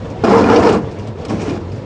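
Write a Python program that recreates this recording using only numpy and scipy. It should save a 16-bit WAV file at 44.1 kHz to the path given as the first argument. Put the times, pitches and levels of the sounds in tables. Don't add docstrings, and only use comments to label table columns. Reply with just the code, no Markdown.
import sys
import numpy as np
from scipy import signal
from scipy.fft import rfft, irfft, next_fast_len
from scipy.io import wavfile
from scipy.ndimage import uniform_filter1d, minimum_filter1d

SR = 44100
rng = np.random.default_rng(int(sys.argv[2]) if len(sys.argv) > 2 else 0)


def decibels_to_gain(level_db):
    exponent = np.asarray(level_db, float) / 20
    return 10 ** exponent


def store_pcm(level_fs):
    pcm = np.round(np.clip(level_fs, -1, 1) * 32767).astype(np.int16)
    wavfile.write(sys.argv[1], SR, np.atleast_2d(pcm).T)


N = 81585

# (frequency [Hz], level [dB], t60 [s])
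CRADLE_MODES = [(2170, -11, .022), (2440, 0, .03), (2540, -7, .02), (2780, -8, .018), (3050, -10, .014),
                (3480, -15, .014), (5050, -8, .012), (5700, -14, .012)]


def rms_one(x):
    return x / np.sqrt(np.mean(x ** 2) + 1e-20)


def in_time(rows):
    s, *columns = np.transpose(rows)
    return [np.interp(np.arange(N) / SR, s, column) for column in columns]


def drift(rate_hz):
    r = np.exp(-80 * np.pi * rate_hz / SR)
    white = rng.standard_normal(N // 40 + 2002)
    slow = signal.lfilter([1], [1, -2 * r, r * r], white)[2000:]
    return np.interp(np.arange(N) / 40, np.arange(len(slow)), rms_one(slow - slow.mean()))


def resonate(x, hz, width_hz):
    r = np.exp(-np.pi * width_hz / SR)
    poles = [1, -2 * r * np.cos(2 * np.pi * hz / SR), r * r]
    return signal.lfilter([(1 - r * r) / 2, 0, (r * r - 1) / 2], poles, x + 1e-18)


def bands(white, spectrum, patchy_db, tilt_db=0, middle_db=0):
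    out = 0
    together = drift(14)
    edges = 22 * 2 ** np.arange(0, 9.1, 1 / 3)
    hz, db = np.transpose(spectrum)
    for k, (low, high) in enumerate(zip(edges, edges[1:])):
        band_pass = signal.butter(2, [low, high], "band", fs=SR, output="sos")
        band = signal.sosfilt(band_pass, white[k % 2])
        mid = np.sqrt(low * high)
        level = np.interp(np.log(mid), np.log(hz), db)
        level = level + tilt_db * np.clip(np.log2(mid / 1300), 0, 1)
        level = level + middle_db * (550 < mid < 2000)
        out = out + band * decibels_to_gain(level + patchy_db * (0.4 * together + drift(29.4)))
    return out


def ambience():
    # (frequency [Hz], density [dB per Hz])
    rumble_spectrum = [(15, -55.5), (25, -20), (104, -4.5), (274, -11), (303, -12.5), (440, -10.5),
                       (1320, -28.5), (6180, -45.5), (9680, -86), (12600, -71.5), (21300, -120)]
    # (time [s], rumble level [dB], hum level [dB])
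    ambient_levels = [(0, -28, -25.5), (.06, -24, -48), (.14, -27.5, -33), (.22, -24.5, -31.5),
                      (.5, -22.5, -28), (.92, -27.5, -39), (1.0, -28, -28), (1.1, -27.5, -29),
                      (1.15, -30, -32), (1.21, -25, -42), (1.28, -25, -28), (1.35, -24, -30),
                      (1.6, -28, -32.5), (1.68, -29, -27.5), (1.74, -27.5, -24), (1.85, -29, -38)]
    hum_hz, hum_wander_hz, octave_db = 101, 8, -12
    whine_hz, whine_width_hz, whine_db = 960, 2.4, -48
    box_hz, box_width_hz, box_db = 461.7, 22.4, -10

    rumble_db, hum_db = in_time(ambient_levels)
    phase = 2 * np.pi * np.cumsum(hum_hz + hum_wander_hz * drift(7.9)) / SR
    hum_level = np.sqrt(2) * decibels_to_gain(hum_db + 1.2 * drift(27))
    octave = decibels_to_gain(octave_db + 4.6 * drift(39)) * np.sin(2 * phase)
    hum = hum_level * (np.sin(phase) + octave)
    whine = decibels_to_gain(whine_db) * rms_one(resonate(rng.standard_normal(N), whine_hz, whine_width_hz))
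    boxy = decibels_to_gain(box_db) * rms_one(resonate(rng.standard_normal(N), box_hz, box_width_hz))
    rumble = rms_one(bands(rng.standard_normal((2, N)), rumble_spectrum, patchy_db=2.0))
    return decibels_to_gain(rumble_db) * (rumble + boxy) + hum + whine


def spin_up():
    # (time [s], frequency [Hz], level [dB])
    motor_run = [
        (.06, 466, -47),
        (.09, 512, -40),
        (.12, 574, -28.5),
        (.15, 694, -45),
        (.166, 728, -31),
        (.206, 806, -38),
        (.235, 857, -46.5),
    ]
    roughness_hz, half_db = 9.8, 3.0
    hz, db = in_time(motor_run)
    phase = 2 * np.pi * np.cumsum(hz + roughness_hz * drift(60)) / SR
    level = decibels_to_gain(db + 4.4 * drift(53))
    unloaded = np.arange(N) < motor_run[-1][0] * SR
    return level * (np.sin(phase) + decibels_to_gain(half_db) * np.sin(phase / 2)) * unloaded


def cradle(x, strength_db):
    out = 0
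    for k, ((hz, db, t60), extra_db) in enumerate(zip(CRADLE_MODES, strength_db)):
        width = np.log(1000) / np.pi / t60
        out = out + resonate(x, hz, width) * np.sqrt(SR / width / 10) * decibels_to_gain(db + extra_db) * (-1) ** k
    return out


def panels(x, flicker_db, lean_db=0):
    mode_hz = [190, 215, 280, 322, 378, 433, 472, 530, 680, 790, 868, 972, 1205, 1400]
    # (bandwidth [Hz], level [dB])
    mode_shape = [(21.9, -2.5), (22.2, -2.5), (18.3, -5), (19.3, -6), (24.3, -11), (16, -4), (21.55, -9),
                  (28.08, -22), (15.8, -12.5), (21.4, -23.5), (26, -11), (26, -10), (29.5, -13),
                  (38.7, -20.5)]
    lean_hz = 350
    out = 0
    for k, (hz, (width, db)) in enumerate(zip(mode_hz, mode_shape)):
        lean = lean_db * (hz > 250) * np.tanh(3 * np.log2(hz / lean_hz))
        drive = x * decibels_to_gain(flicker_db * drift(3.5) + lean)
        out = out + resonate(drive, hz, width) * decibels_to_gain(db) * (-1) ** k
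    return out


def clacks():
    # (time [s], rasp level [dB], ring level [dB], rasp decay [s], rasp centre [Hz])
    impacts = [(0.1, -42, -53, 0.014, 5940), (0.187, -53, -43, .01, 2470), (0.2444, -34, -24, 0.0046, 5200),
               (0.271, -31.5, -32, 0.0056, 4630), (0.386, -29, -27, 0.0069, 2900),
               (0.4392, -35.5, -20, 0.002, 2870), (.499, -37.5, -22, .015, 5420),
               (0.561, -40.5, -15.5, 0.0052, 5050), (0.632, -28.5, -40, 0.0093, 3560),
               (0.6895, -25, -23.5, 0.021, 3000), (0.724, -30, -35, 0.017, 6800),
               (0.7585, -39, -36, 0.0088, 2480), (0.913, -44.5, -40, 0.04, 4000),
               (0.985, -43.5, -64, 0.036, 5840), (0.996, -47.5, -38, 0.0089, 4480),
               (1.071, -37, -40, 0.017, 3900), (1.249, -28.5, -39, .006, 4440),
               (1.251, -30, -40, 0.0089, 1590), (1.296, -36.5, -30.5, 0.072, 5530),
               (1.396, -41, -34, 0.0095, 3480), (1.415, -32, -31, 0.026, 5740),
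               (1.495, -40, -30.5, 0.013, 4900), (1.5633, -42.5, -38, 0.0054, 2820),
               (1.7175, -47.5, -37.5, 0.079, 4960)]
    chatter_s, mode_spread_db, thud_db = .0053, 1.5, 11.5
    rasp_width_hz, rasp_broad_db, rasp_rise_s = 900, -1, .0015
    stop_s, stop_hz, stop_db, stop_t60_s = .838, 130, -15, .1

    t = np.arange(int(.1 * SR)) / SR
    out, thuds = np.zeros(N + SR), np.zeros(N + SR)
    broad_pass = signal.butter(2, [1300, 6500], "band", fs=SR, output="sos")
    for s, rasp_db, ring_db, rasp_s, rasp_hz in impacts:
        i = int(s * SR)
        noise = rng.standard_normal((3, len(t)))
        strength_db = rng.normal(0, mode_spread_db, len(CRADLE_MODES))
        chatter = noise[0] * np.exp(-t / chatter_s)
        ring = cradle(chatter, strength_db)
        broad = rms_one(signal.sosfilt(broad_pass, noise[1]))
        rasp = rms_one(resonate(noise[2], rasp_hz, rasp_width_hz)) + decibels_to_gain(rasp_broad_db) * broad
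        rasp = rasp * np.exp(-t / rasp_s) * np.minimum(t / rasp_rise_s, 1)
        out[i:i + len(t)] += decibels_to_gain(ring_db + 3) * ring / np.abs(ring).max() + decibels_to_gain(rasp_db - 6) * rasp
        thuds[i:i + len(t)] += decibels_to_gain(rasp_db + thud_db) * chatter
    i = int(stop_s * SR)
    out[i:i + len(t)] += decibels_to_gain(stop_db - 60 * t / stop_t60_s) * np.sin(2 * np.pi * stop_hz * t)
    return out[:N] + panels(thuds[:N], flicker_db=2.5)


def teeth():
    contacts_per_s, spread_db = 1800, 2.5
    sizes = decibels_to_gain(spread_db * np.minimum(rng.exponential(1, N), 4)) * rng.choice([-1, 1], N)
    struck = rng.random(N) < contacts_per_s / SR
    return rms_one(sizes * struck + 0.12 * rng.standard_normal(N))


def grind():
    # (time [s], level [dB], brightness [dB], lean to upper panels [dB], mesh tone [dB])
    strokes = [
        [(.231, -65.5, 6.5, 15.5, -21), (.239, -5, 0, -0.5, -7), (.268, -10, -2.5, -4, -29),
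         (.305, -9, 2.5, 8.5, -11), (.345, -8.5, 1.5, 7.5, -2), (.40, -9.5, 3, 4.5, -11),
         (.44, -8.5, -2, -7.5, -10.5), (.485, -11.5, -2.5, 8, -9.5)],
        [(.485, -16, 6.5, 17.5, -22.5), (.505, -8.5, 1.5, 7.5, -23.5), (.56, -7, 1.5, 2.5, -20),
         (.61, -10, 1.5, 0, -15), (.665, -6, 0, 0, -8), (.71, -11.5, 1, -6, -25.5), (.74, -6, -2, -4.5, -13.5),
         (.79, -19, -5.5, -19.5, -16), (.805, -32, -14, -8.5, -26), (.845, -28, -12.5, -14.5, -26),
         (.88, -46, -1.5, -8.5, -26)],
        [(1.283, -38, 22, -7.5, -20), (1.307, -14, -1.5, 1, -21), (1.345, -30, -2.5, -16.5, -32),
         (1.38, -38, 3.5, -1.5, -25), (1.40, -24.5, 8.5, 1.5, -23), (1.45, -25.5, 9, 2.5, -20),
         (1.51, -23, 7.5, -0.5, -18), (1.575, -27, 4, -11.5, -33), (1.605, -46, -2, -9.5, -34)],
    ]
    # (frequency [Hz], density [dB per Hz])
    grind_spectrum = [(35, -50.5), (70, -13.5), (400, -6), (1000, -9), (2010, -24.5), (3750, -34.5),
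                      (5400, -34), (9680, -53), (12600, -68)]
    panel_db, body_db = -8.5, -6
    buzz_db, buzz_flicker_db = -35, 3.5
    mesh_hz, mesh_wander_hz, mesh_share_db = 465, 18.0, -7

    t = np.arange(N) / SR
    controls = np.zeros((4, N))
    controls[0] = -120
    for rows in strokes:
        on = (t >= rows[0][0]) & (t <= rows[-1][0])
        controls[:, on] = np.array(in_time(rows))[:, on]
    load_db, bright_db, lean_db, mesh_db = controls

    contacts = [teeth(), teeth()]
    body = bands(contacts, grind_spectrum, patchy_db=1.5, tilt_db=bright_db, middle_db=0.38 * lean_db)
    ring = rms_one(panels(contacts[0], flicker_db=0.0, lean_db=lean_db))
    shaken = contacts[1] * decibels_to_gain(buzz_flicker_db * drift(16))
    buzz = rms_one(cradle(shaken, np.zeros(len(CRADLE_MODES)))) * decibels_to_gain(buzz_db + bright_db)
    mesh_level = np.sqrt(2) * decibels_to_gain(mesh_db + mesh_share_db + 3 * drift(30))
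    mesh = mesh_level * np.sin(2 * np.pi * np.cumsum(mesh_hz + mesh_wander_hz * drift(25)) / SR)
    return decibels_to_gain(load_db) * (decibels_to_gain(panel_db) * ring + decibels_to_gain(body_db) * rms_one(body) + buzz + mesh)


def jolts():
    # (time [s], peak level [dB], panel frequency [Hz])
    catches = [(0.2413, -12, 437), (0.26, -16, 336), (0.3083, -10.5, 379), (0.3225, -10.5, 254),
               (0.3382, -3, 455), (0.3433, -14, 310), (0.3573, -13, 894), (0.362, -7, 475),
               (0.3736, -12.5, 314), (0.381, -10.5, 990), (0.3971, -9.2, 468), (0.4, -12, 943),
               (0.4106, -6.5, 292), (0.419, -18.5, 465), (0.4307, -8, 226), (0.4407, -15.5, 377),
               (0.466, -11, 257), (0.4884, -7, 440), (0.5094, -8, 281), (0.5089, -4.5, 446),
               (0.5291, -18, 967), (0.5325, -10, 688), (0.537, -3.5, 464), (0.549, -20.5, 980),
               (0.5541, -17.5, 694), (0.5631, -8, 305), (0.5719, -7.5, 462), (0.5928, -9, 467),
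               (0.5934, -9, 670), (0.6333, -14.5, 324), (0.6452, -12, 694), (0.6451, -11, 945),
               (0.6473, -9, 465), (0.6553, -13.5, 295), (0.6676, -19, 783), (0.6697, -5, 467),
               (0.6746, -14, 902), (0.6959, -9.5, 425), (0.7362, -12.5, 448), (0.7547, -19, 398),
               (1.3242, -15, 312), (1.3427, -18.5, 323), (1.3452, -16, 184), (1.378, -19, 182),
               (1.3946, -25, 580), (1.416, -28, 454), (1.4315, -24, 365), (1.456, -22.4, 408),
               (1.4723, -20.5, 420), (1.485, -15, 285), (1.4913, -22.5, 472), (1.511, -23, 287),
               (1.523, -20, 362), (1.5486, -27.5, 330), (1.5713, -28.5, 311), (1.578, -21.5, 208),
               (.2475, -8.5, 231), (.288, -14.5, 199), (.325, -8, 523), (0.583, -12, 293), (.5925, -11, 262),
             (0.6973, -14, 288), (0.621, -15, 200), (.715, -17.5, 217), (.741, -19.5, 1158),
             (.765, -13.5, 206), (.79, -21.5, 405), (1.3108, -19, 235), (1.312, -28.5, 1090),
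             (1.526, -18.5, 130)]
    decay_s, level_db, tilt_db = .0052, -1, -1
    t = np.arange(int(.06 * SR)) / SR
    out = np.zeros(N + SR)
    swell = (t / decay_s / 2) ** 2 * np.exp(2 - t / decay_s)
    for s, db, hz in catches:
        i = int((s - 2 * decay_s) * SR)
        level = decibels_to_gain(db + level_db + tilt_db * np.log2(hz / 450))
        out[i:i + len(t)] += level * swell * np.cos(2 * np.pi * hz * (t - 2 * decay_s))
    return out[:N]


def room(x):
    t60_s = 0.28
    size = next_fast_len(N + SR)
    hz = np.arange(size // 2 + 1) * SR / size
    response = 0
    for k, lag in enumerate(rng.uniform(.02, .05, 10)):
        loop = decibels_to_gain(-60 * lag / t60_s * (0.5 + hz / 2000)) * np.exp(-2j * np.pi * hz * lag)
        response = response + loop / (1 - loop) * (-1) ** k
    return irfft(rfft(x, size) * response, size)[:N]


def scene():
    reverb_db = -13.5
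    machine = grind() + clacks() + jolts()
    return (machine + decibels_to_gain(reverb_db) * room(machine) + ambience() + spin_up())[None]


def top_cut(x):
    return signal.sosfilt(signal.butter(12, 9830, fs=SR, output="sos"), x)


def record(dry):
    stop_hz, limit, limit_s, clip_level = 10540, 1.015, .004, 1.03
    x = signal.sosfilt(signal.butter(2, 32.0, "high", fs=SR, output="sos"), dry)
    x = signal.sosfilt(signal.cheby2(10, 50, stop_hz, fs=SR, output="sos"), x)
    span = int(limit_s * SR)
    gain = minimum_filter1d(np.minimum(1, limit / (np.abs(x) + 1e-9)), span, axis=-1)
    x = x * uniform_filter1d(gain, span, axis=-1)
    mix = np.clip(x, -clip_level, clip_level)
    return top_cut(mix)


dry = scene()
out = record(dry)
store_pcm(out)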